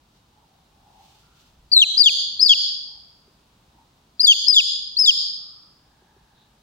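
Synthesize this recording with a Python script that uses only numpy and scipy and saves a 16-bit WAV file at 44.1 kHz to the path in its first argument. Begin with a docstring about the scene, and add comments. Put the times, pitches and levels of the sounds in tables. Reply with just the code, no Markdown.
"""Chick peeping in the hand

A chick held in a hand peeps six times, in two bursts of three, close to a phone in a bare, echoing room.
Each peep is a sine whistle with overtones: it arches to about 5 kHz, breaks to a lower, richer register
and slides down. Shaped noise makes the echo, the quiet hum of the room, rustling down, a shifting hand and
far-off swells; fading sines make soft knocks. The phone turns loud peeps down, so the echo swells after."""
import sys
import numpy as np
from scipy import signal
from scipy.fft import rfft, irfft, next_fast_len
from scipy.io import wavfile
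from scipy.ndimage import uniform_filter1d, minimum_filter1d, map_coordinates

SR = 44100
rng = np.random.default_rng(int(sys.argv[2]) if len(sys.argv) > 2 else 0)


def log_audio(samples):
    """Write samples as a 16-bit WAV file to the path given in sys.argv[1]."""
    # one column per channel
    frames = np.atleast_2d(samples).T
    # limit to full scale, then quantise
    limited = np.clip(frames, -1, 1)
    pcm = np.round(limited * 32767).astype(np.int16)
    wavfile.write(sys.argv[1], SR, pcm)


N = 291942  # length in samples


def amp(db):
    """Turn decibels into a gain."""
    return 10 ** (np.asarray(db) / 20)


def unit(x):
    """Scale to an average strength (rms) of 1."""
    return x / np.sqrt(np.mean(x ** 2) + 1e-20)


def along(points, hz, axis=1):
    """Read one column of a table whose first column is f/Hz, in between its rows on a log axis."""
    cols = np.transpose(points)
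    return np.interp(np.log(hz + 1), np.log(cols[0] + 1), cols[axis])


def wobble(rate):
    """A smooth random curve through `rate` random points a second."""
    points = rng.standard_normal(int(N * rate / SR) + 4)
    return map_coordinates(points, [np.arange(N) * rate / SR], order=2)


def filtered(x, response):
    """Filter x by a response (gain, and phase if complex) that depends on frequency."""
    m = next_fast_len(N + SR // 2)  # spare room, so that the end does not wrap round to the start
    return irfft(rfft(x, m) * response(np.fft.rfftfreq(m, 1 / SR)), m)[..., :N]


def noise(response, channels=2):
    """Coloured noise of rms 1, unrelated between channels."""
    return unit(filtered(rng.standard_normal((channels, N)), response))


def bell(t, centre, half):
    """A smooth rise and fall around a moment."""
    return np.exp(-((t - centre) / half) ** 2 / 2)


def swells(rows):
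    """Gain over time from rows of swells: t/s, half length/s, level/dB."""
    return sum(amp(db) * bell(np.arange(N) / SR, s, half) for s, half, db in rows)


def room_tone(tone_db=-60.0):
    """Steady hush of coloured noise, near mono in the bass; its level drifts slightly."""
    # colour of the quiet room: f/Hz, density/dB
    quiet = [(20, -18), (50, 0.5), (85, -5.5), (140, -4), (240, -8.5), (374, -13.5), (550, -16.5),
             (900, -12), (1300, -17), (2000, -23.5), (3800, -19), (9000, -31), (14000, -34.5),
             (16000, -29.5)]
    # how alike left and right are: f/Hz, likeness (1 = the same, 0 = unrelated)
    alike = [(60, 1), (180, 1), (550, 0.53), (1650, 0.0), (4970, 0.27), (15000, 0)]

    def turn(hz):
        # the angle that shares the sound between middle and sides
        return np.arccos(np.clip(along(alike, hz), -1, 1)) / 2

    mid, side = noise(lambda hz: amp(along(quiet, hz)) * [np.cos(turn(hz)), np.sin(turn(hz))])
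    return unit(np.array([mid + side, mid - side])) * amp(tone_db + 0.6 * wobble(1.7))


def handling(rumble_hz=55, scratch_db=1.5):
    """Down rustles as uneven, coloured noise; the hand that holds the phone rumbles as low noise."""
    # down against the palm: t/s, half length/s, level before the scratching/dB
    rustle_times = [(.17, 0.035, -67.5), (1.11, 0.12, -59.5), (1.44, .06, -61)]
    # the hand shifts on the phone: t/s, half length/s, level/dB
    grip_times = [(1.63, .08, -61.5), (4.55, .15, -60.5)]
    # colour of rustling down: f/Hz, density/dB
    down_colour = [(1200, -23.5), (2800, 0), (4200, -0.5), (7000, -7.5), (11000, -19), (14000, -14.5)]
    scratch = amp(scratch_db * wobble(70))
    rustle = swells(rustle_times) * scratch * noise(lambda hz: amp(along(down_colour, hz)))
    rumble = swells(grip_times) * noise(lambda hz: hz / (1 + (hz / rumble_hz) ** 4), channels=1)
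    return rustle + rumble


def far_sounds(width=0.19):
    """Soft swells from outside: noise in a band around one pitch, `width` as a share of that pitch."""
    # faint, far-off sounds: t/s, half length/s, f/Hz, level/dB
    far_swells = [(.4, 0.044, 876, -61.5), (.55, 0.058, 765, -63), (.98, 0.14, 812, -57.5),
                  (1.33, 0.11, 1360, -68.5), (2.95, 0.058, 847, -64.5), (3.8, 0.04, 880, -61.5),
                  (5.17, .07, 974, -60), (5.55, .15, 1250, -66), (6.2, 0.26, 841, -67.5),
                  (6.155, 0.28, 1660, -72), (6.41, .045, 3800, -64.5)]
    out, t = np.zeros((2, N)), np.arange(N) / SR
    for s, half, centre, db in far_swells:
        band = noise(lambda hz: 1 / (1 + (2 * (hz / centre - 1) / width) ** 2), channels=3)
        left_right = unit(band[:2] + band[2])  # the third noise is common to both sides
        out += left_right * amp(db) * bell(t, s, half)
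    return out


def glide(u, length, top_s, break_s, top_hz, edge_hz, low_hz, bow, steady, tremor_hz):
    """Pitch u seconds into a peep: it arches up, sags, breaks to the low register and slides away."""
    rise_hz_per_s, arch = 36000, 1.5  # mean speed of the opening rise, and how it rounds off at the top
    tremor_per_s = 37  # how fast an unsteady peep quavers
    change_s = .0023  # sets how quickly the voice drops into the low register
    end_hz, collapse = 2450, 7.5  # last pitch of the slide; lateness of its final plunge, before the bow
    rise = rise_hz_per_s * top_s * np.maximum(1 - u / top_s, 0) ** arch
    sag = (top_hz - edge_hz) * np.maximum((u - top_s) / (break_s - top_s), 0) ** bow
    tremor = tremor_hz * np.sin(2 * np.pi * tremor_per_s * (u - top_s) + np.pi / 4)
    gone = np.clip((u - break_s) / (length - break_s), 0, 1)  # share of the slide that has passed
    slide = (low_hz - end_hz) * (steady * gone + (1 - steady) * gone ** (collapse * bow))
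    broken = (1 + np.tanh((u - break_s) / change_s / 2)) / 2
    return (1 - broken) * (top_hz - rise - sag + tremor) + broken * (low_hz - slide)


def effort(u, length, break_s, pitch):
    """Gain of the voice: a soft start, full swing, a falter at the break, then a fade as the pitch sinks."""
    attack_s, release_s = .002, .005  # length of the ramps in and out
    soft_start_db, swell_s = 9, .0055
    falter_db, falter_s = 4, .003  # the voice weakens while it changes register
    fade_hz, fade_db_per_hz = 2900, .033  # below this pitch the membranes lose their swing
    gate = np.clip(np.minimum(u / attack_s + .5, (length - u) / release_s + .5), 0, 1)
    start_loss_db = soft_start_db * bell(np.maximum(u, 0), 0, swell_s)
    break_loss_db = falter_db * bell(u, break_s, falter_s)
    fade_db = fade_db_per_hz * np.maximum(fade_hz - pitch, 0)
    return np.sin(np.pi / 2 * gate) ** 2 * amp(-start_loss_db - break_loss_db - fade_db)


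def overtones(pitch, phase, sharpness, knee_hz=6500, knee_db=-29, octave_db=24, slack_hz=3000, slack_db=9):
    """Harmonics 2 to 5 weaken with frequency and rise where they cross a resonance of throat and beak."""
    # overtones as the throat and open beak pass them: f/Hz, relative level/dB
    throat = [(4900, -38.5), (5600, -29), (6400, -28.5), (7000, -19.5), (7900, -29.5), (8600, -57),
              (9500, -48.5), (10400, -36), (11200, -50.5), (12200, -61), (13000, -54.5), (13800, -37.5),
              (15500, -58)]

    def colour(hz):
        # between a plain fall per octave and the full resonances
        plain = knee_db - octave_db * np.log2(np.maximum(hz / knee_hz, 1))
        return sharpness * along(throat, hz) + (1 - sharpness) * plain

    # as the membranes go slack at the bottom of the slide, the higher overtones fade most
    slack = slack_db / (1 + np.exp((pitch - slack_hz) / 150))
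    total = 0
    for k in range(2, 6):
        gain = amp(colour(k * pitch) - slack * np.log2(k / 2))
        audible = k * pitch < SR / 2  # leave out what the sample rate cannot hold
        total = total + gain * audible * np.sin(k * phase)
    return total


def ports(x, bearing):
    """A close source reaches two microphone ports unequally; the phase follows the head's bearing."""
    # the two ports: f/Hz, left minus right/dB, left phase lead before the bearing/rad
    port_table = [(2400, 3, 1.9), (2900, 1, 2.4), (3150, 3, 2.7), (3350, 4.5, 2.4), (4000, 4, 2.7),
                  (4450, 5, 2.7), (4770, 10, 1.8), (5100, 8, -.6), (5600, 4, 0), (7000, 2, 2),
                  (14000, -1, 1.4)]

    def pair(hz):
        # half the difference goes to each side, at an unchanged total power
        g = amp(along(port_table, hz) / 2) * np.exp(.5j * bearing * along(port_table, hz, axis=2))
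        return np.array([g, 1 / g]) / np.sqrt((abs(g) ** 2 + abs(g) ** -2) / 2)

    return filtered(x, pair)


def peep(row, waver, flutter, rasp):
    """One whistle, rougher below the register break: what reaches the ports, and what spreads in the room."""
    # strength toward the phone as the pitch crosses resonances of beak and hand: f/Hz, ripple/dB
    beam_ripple = [(2900, 1.15), (3180, 2.4), (3360, 8), (3430, 3.5), (3490, -6.5), (3620, -3), (4350, -4),
                   (4680, 1), (4880, -4), (5100, 1)]
    # the whistle toward the phone dips briefly: t/s, depth/dB
    dip_times = [(1.756, 5), (1.992, 4.5), (2.026, 5.5), (2.42, 2.5), (2.46, 5.5), (4.226, 16.5),
                 (4.52, 7.5), (4.984, 5.5)]
    # the rising voice flicks upward: t/s, size of the flick/Hz
    flick_times = [(1.9772, 250), (2.403, 250), (2.4202, 401.3), (4.205, 301.5), (4.475, 260.4),
                   (4.4857, 400)]
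    break_hz, dip_s, flick_s = 4100, .0035, .0006
    brighten_s, opening_s = .008, .025  # time for the overtones to come in, and for the beak to open
    rasp_db, spread_db, purer_db = -56.5, -11, 2  # relative levels; the high register is purer
    (start, length, top_s, break_s, *shape, high_db, low_db, ripple, bearing,
     overtone_db, sharpness, high_room_db, low_room_db) = row
    on = np.arange(int((start - .002) * SR), int((start + length + .005) * SR))  # with its ramps
    t = on / SR
    u = t - start
    pitch = glide(u, length, top_s, break_s, *shape)
    low = 1 / (1 + np.exp((pitch - break_hz) / 200))  # 0 in the high register, 1 in the low
    gain = effort(u, length, break_s, pitch) * amp((2.7 + 0.9 * low) * flutter[on])
    dips_db = sum(db * bell(t, s, dip_s) for s, db in dip_times)
    beam_db = high_db + low * (low_db - high_db) + ripple * along(beam_ripple, pitch) - dips_db
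    flicks = sum(hz * np.exp(-((t - s) / flick_s) ** 2) for s, hz in flick_times)
    pitch = pitch * (1 + (0.002915 + 0.0053 * low) * waver[on]) + flicks
    phase = 2 * np.pi * np.cumsum(pitch) / SR
    whistle = np.sin(phase)
    # the overtones come in after the whistle itself, and the room fills only as the beak opens wide
    brightness = (1 - bell(u, 0, brighten_s)) * amp(overtone_db - purer_db * (1 - low))
    upper = brightness * overtones(pitch, phase, sharpness) + low * amp(rasp_db) * rasp[on]
    beak = 1 - np.exp(-(u / opening_s) ** 2)
    beamed = amp(beam_db) * whistle + upper
    room_gain = amp(high_room_db + low * (low_room_db - high_room_db))
    spread = beak * (amp(spread_db) * whistle + upper) * room_gain
    out = np.zeros((2, N))
    out[:, on] = gain * np.array([beamed, spread])
    return ports(out[0], bearing), out[1]


def room(x, first_wall_s=.022, build_s=0.0067):
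    """Hard walls: a late, diffuse tail of fading noise, unrelated at the two ports."""
    # time to fade by 60 dB: f/Hz, t60/s
    decay = [(2500, 0.67), (5000, 0.84), (7000, 0.54), (10000, 0.47), (14000, 0.3)]
    hz, t, z = signal.stft(rng.standard_normal((2, SR)), SR, nperseg=256)
    build = 1 - np.exp(-np.maximum(t - first_wall_s, 0) / build_s)  # silent until the nearest wall answers
    fade = amp(-60 * t / along(decay, hz)[:, None]) * build
    fade /= np.sqrt(np.mean(fade ** 2, axis=1, keepdims=True) * SR)  # equal energy in every band
    tail = signal.istft(z * fade, SR, nperseg=256)[1]
    return signal.fftconvolve(x[None], tail, axes=1)[:, :N]


def chick(level_db=11.5, wet_db=-14.5, sputter_db=4):
    """Six peeps, each heard directly and off the walls."""
    # one row a peep, levels relative:
    # timing: start/s, length/s, time to the top/s, time to the register break/s,
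    # pitch: top/Hz, before the break/Hz, after it/Hz, bow of the sag (over 1 = holds the pitch longer),
    #   share of the closing slide at an even speed, tremor/Hz,
    # toward the phone: high register/dB, low register/dB, share of the beam's ripple,
    #   share of the ports' phase lead,
    # voicing: overtones/dB, sharpness of the beak's resonances (0-1),
    #   high register into the room/dB, low register into the room/dB
    peep_rows = [ (1.718, .127, .009, .0935, 4790, 3690, 3530, .6, .95, 75, -10.5, -10, .4, .97, -.5, .4, -7, -2.5),
                 (1.970, .126, .023, .065, 5110, 4420, 3790, .65, .62, 0, -8.5, -12.3, 1.25, .82, 0, .5, -1.5, .7),
                 (2.394, .147, .029, .0917, 5180, 4320, 3490, 1.3, .38, 0, -11, -14, 1.2, .69, -5, .94, .5, .5),
                 (4.196, .139, .026, .0698, 5040, 4240, 3560, 1.56, .53, 0, -10, -12.6, 1.1, .99, 1, .83, -1.5, -1.5),
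                 (4.468, .140, .022, .072, 5150, 4680, 3700, .9, .53, 0, -10.4, -13.2, 1.2, 1, -2, .8, .5, -1),
                 (4.968, .144, .031, .0887, 5260, 4630, 3700, 1.42, .56, 0, -13, -12.3, 1, 1, -.5, .85, .8, -3.8)]
    # roughness of the low register: f/Hz, density/dB
    rasp_colour = [(400, -19.5), (1200, -1), (2000, -1.5), (3500, 3), (7000, -26), (15000, -7)]
    # colour of the echo: f/Hz, relative level/dB
    echo_colour = [(2400, -14), (2800, -11), (3150, -4), (3400, 1.5), (3700, 1.5), (4250, 7.2), (4750, 7),
                   (5200, 6), (5700, 5), (7000, 4.5), (10000, 5.5), (13600, 8), (15500, 0)]
    waver, flutter = wobble(500), wobble(300)  # unsteadiness of pitch and of strength
    hiss = noise(lambda hz: amp(along(rasp_colour, hz)), channels=1)[0]
    rasp = unit(hiss * amp(sputter_db * wobble(120)))
    direct, spread = zip(*[peep(row, waver, flutter, rasp) for row in peep_rows])
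    echo = filtered(sum(room(p) for p in spread), lambda hz: amp(wet_db + along(echo_colour, hz)))
    return amp(level_db) * (sum(direct) + echo)


def knocks(t60=0.054):
    """Dull, short knocks of the hand on the phone: sines that fade by 60 dB in t60 seconds."""
    # soft handling knocks: t/s, level/dB, f/Hz
    knock_times = [(3.279, -50, 390), (3.75, -52.5, 310), (6.022, -51.5, 372), (6.165, -49.5, 390)]
    out = np.zeros(N)
    for s, db, hz in knock_times:
        t = np.maximum(np.arange(N) / SR - s, 0)
        out += amp(db - 60 * t / t60) * np.sin(2 * np.pi * hz * t)
    return out


def scene():
    """The chick in its room."""
    return room_tone() + handling() + far_sounds() + chick() + knocks()


def gain_control(x, threshold_db=-18, depth_db=9, release_db=80):
    """Loud sound quickly pulls the gain down, by depth_db at most; it returns at release_db a second."""
    level = 10 * np.log10(abs(uniform_filter1d(np.mean(x ** 2, axis=0), size=256)) + 1e-12)
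    ramp = release_db * np.arange(N) / SR
    # a running maximum against a ramp holds each cut and lets it go at a steady speed
    cut = np.maximum.accumulate(np.clip(level - threshold_db, 0, depth_db) + ramp) - ramp
    return x * amp(-uniform_filter1d(uniform_filter1d(cut, size=128), size=128))


def limiter(x):
    """Peaks above full scale are turned down smoothly."""
    needed = 1 / np.maximum(abs(x).max(axis=0), 1)
    held = minimum_filter1d(needed, size=257)
    return x * uniform_filter1d(uniform_filter1d(held, size=127), size=127)


def record(dry, split_hz=1100, top_hz=15850):
    """The phone rides the gain above the bass, limits its peaks and keeps nothing from top_hz up."""
    bass = filtered(dry, lambda hz: 1 / (1 + (hz / split_hz) ** 4))
    levelled = bass + gain_control(dry - bass)
    return filtered(limiter(levelled), lambda hz: hz < top_hz)


dry = scene()
out = record(dry)
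log_audio(out)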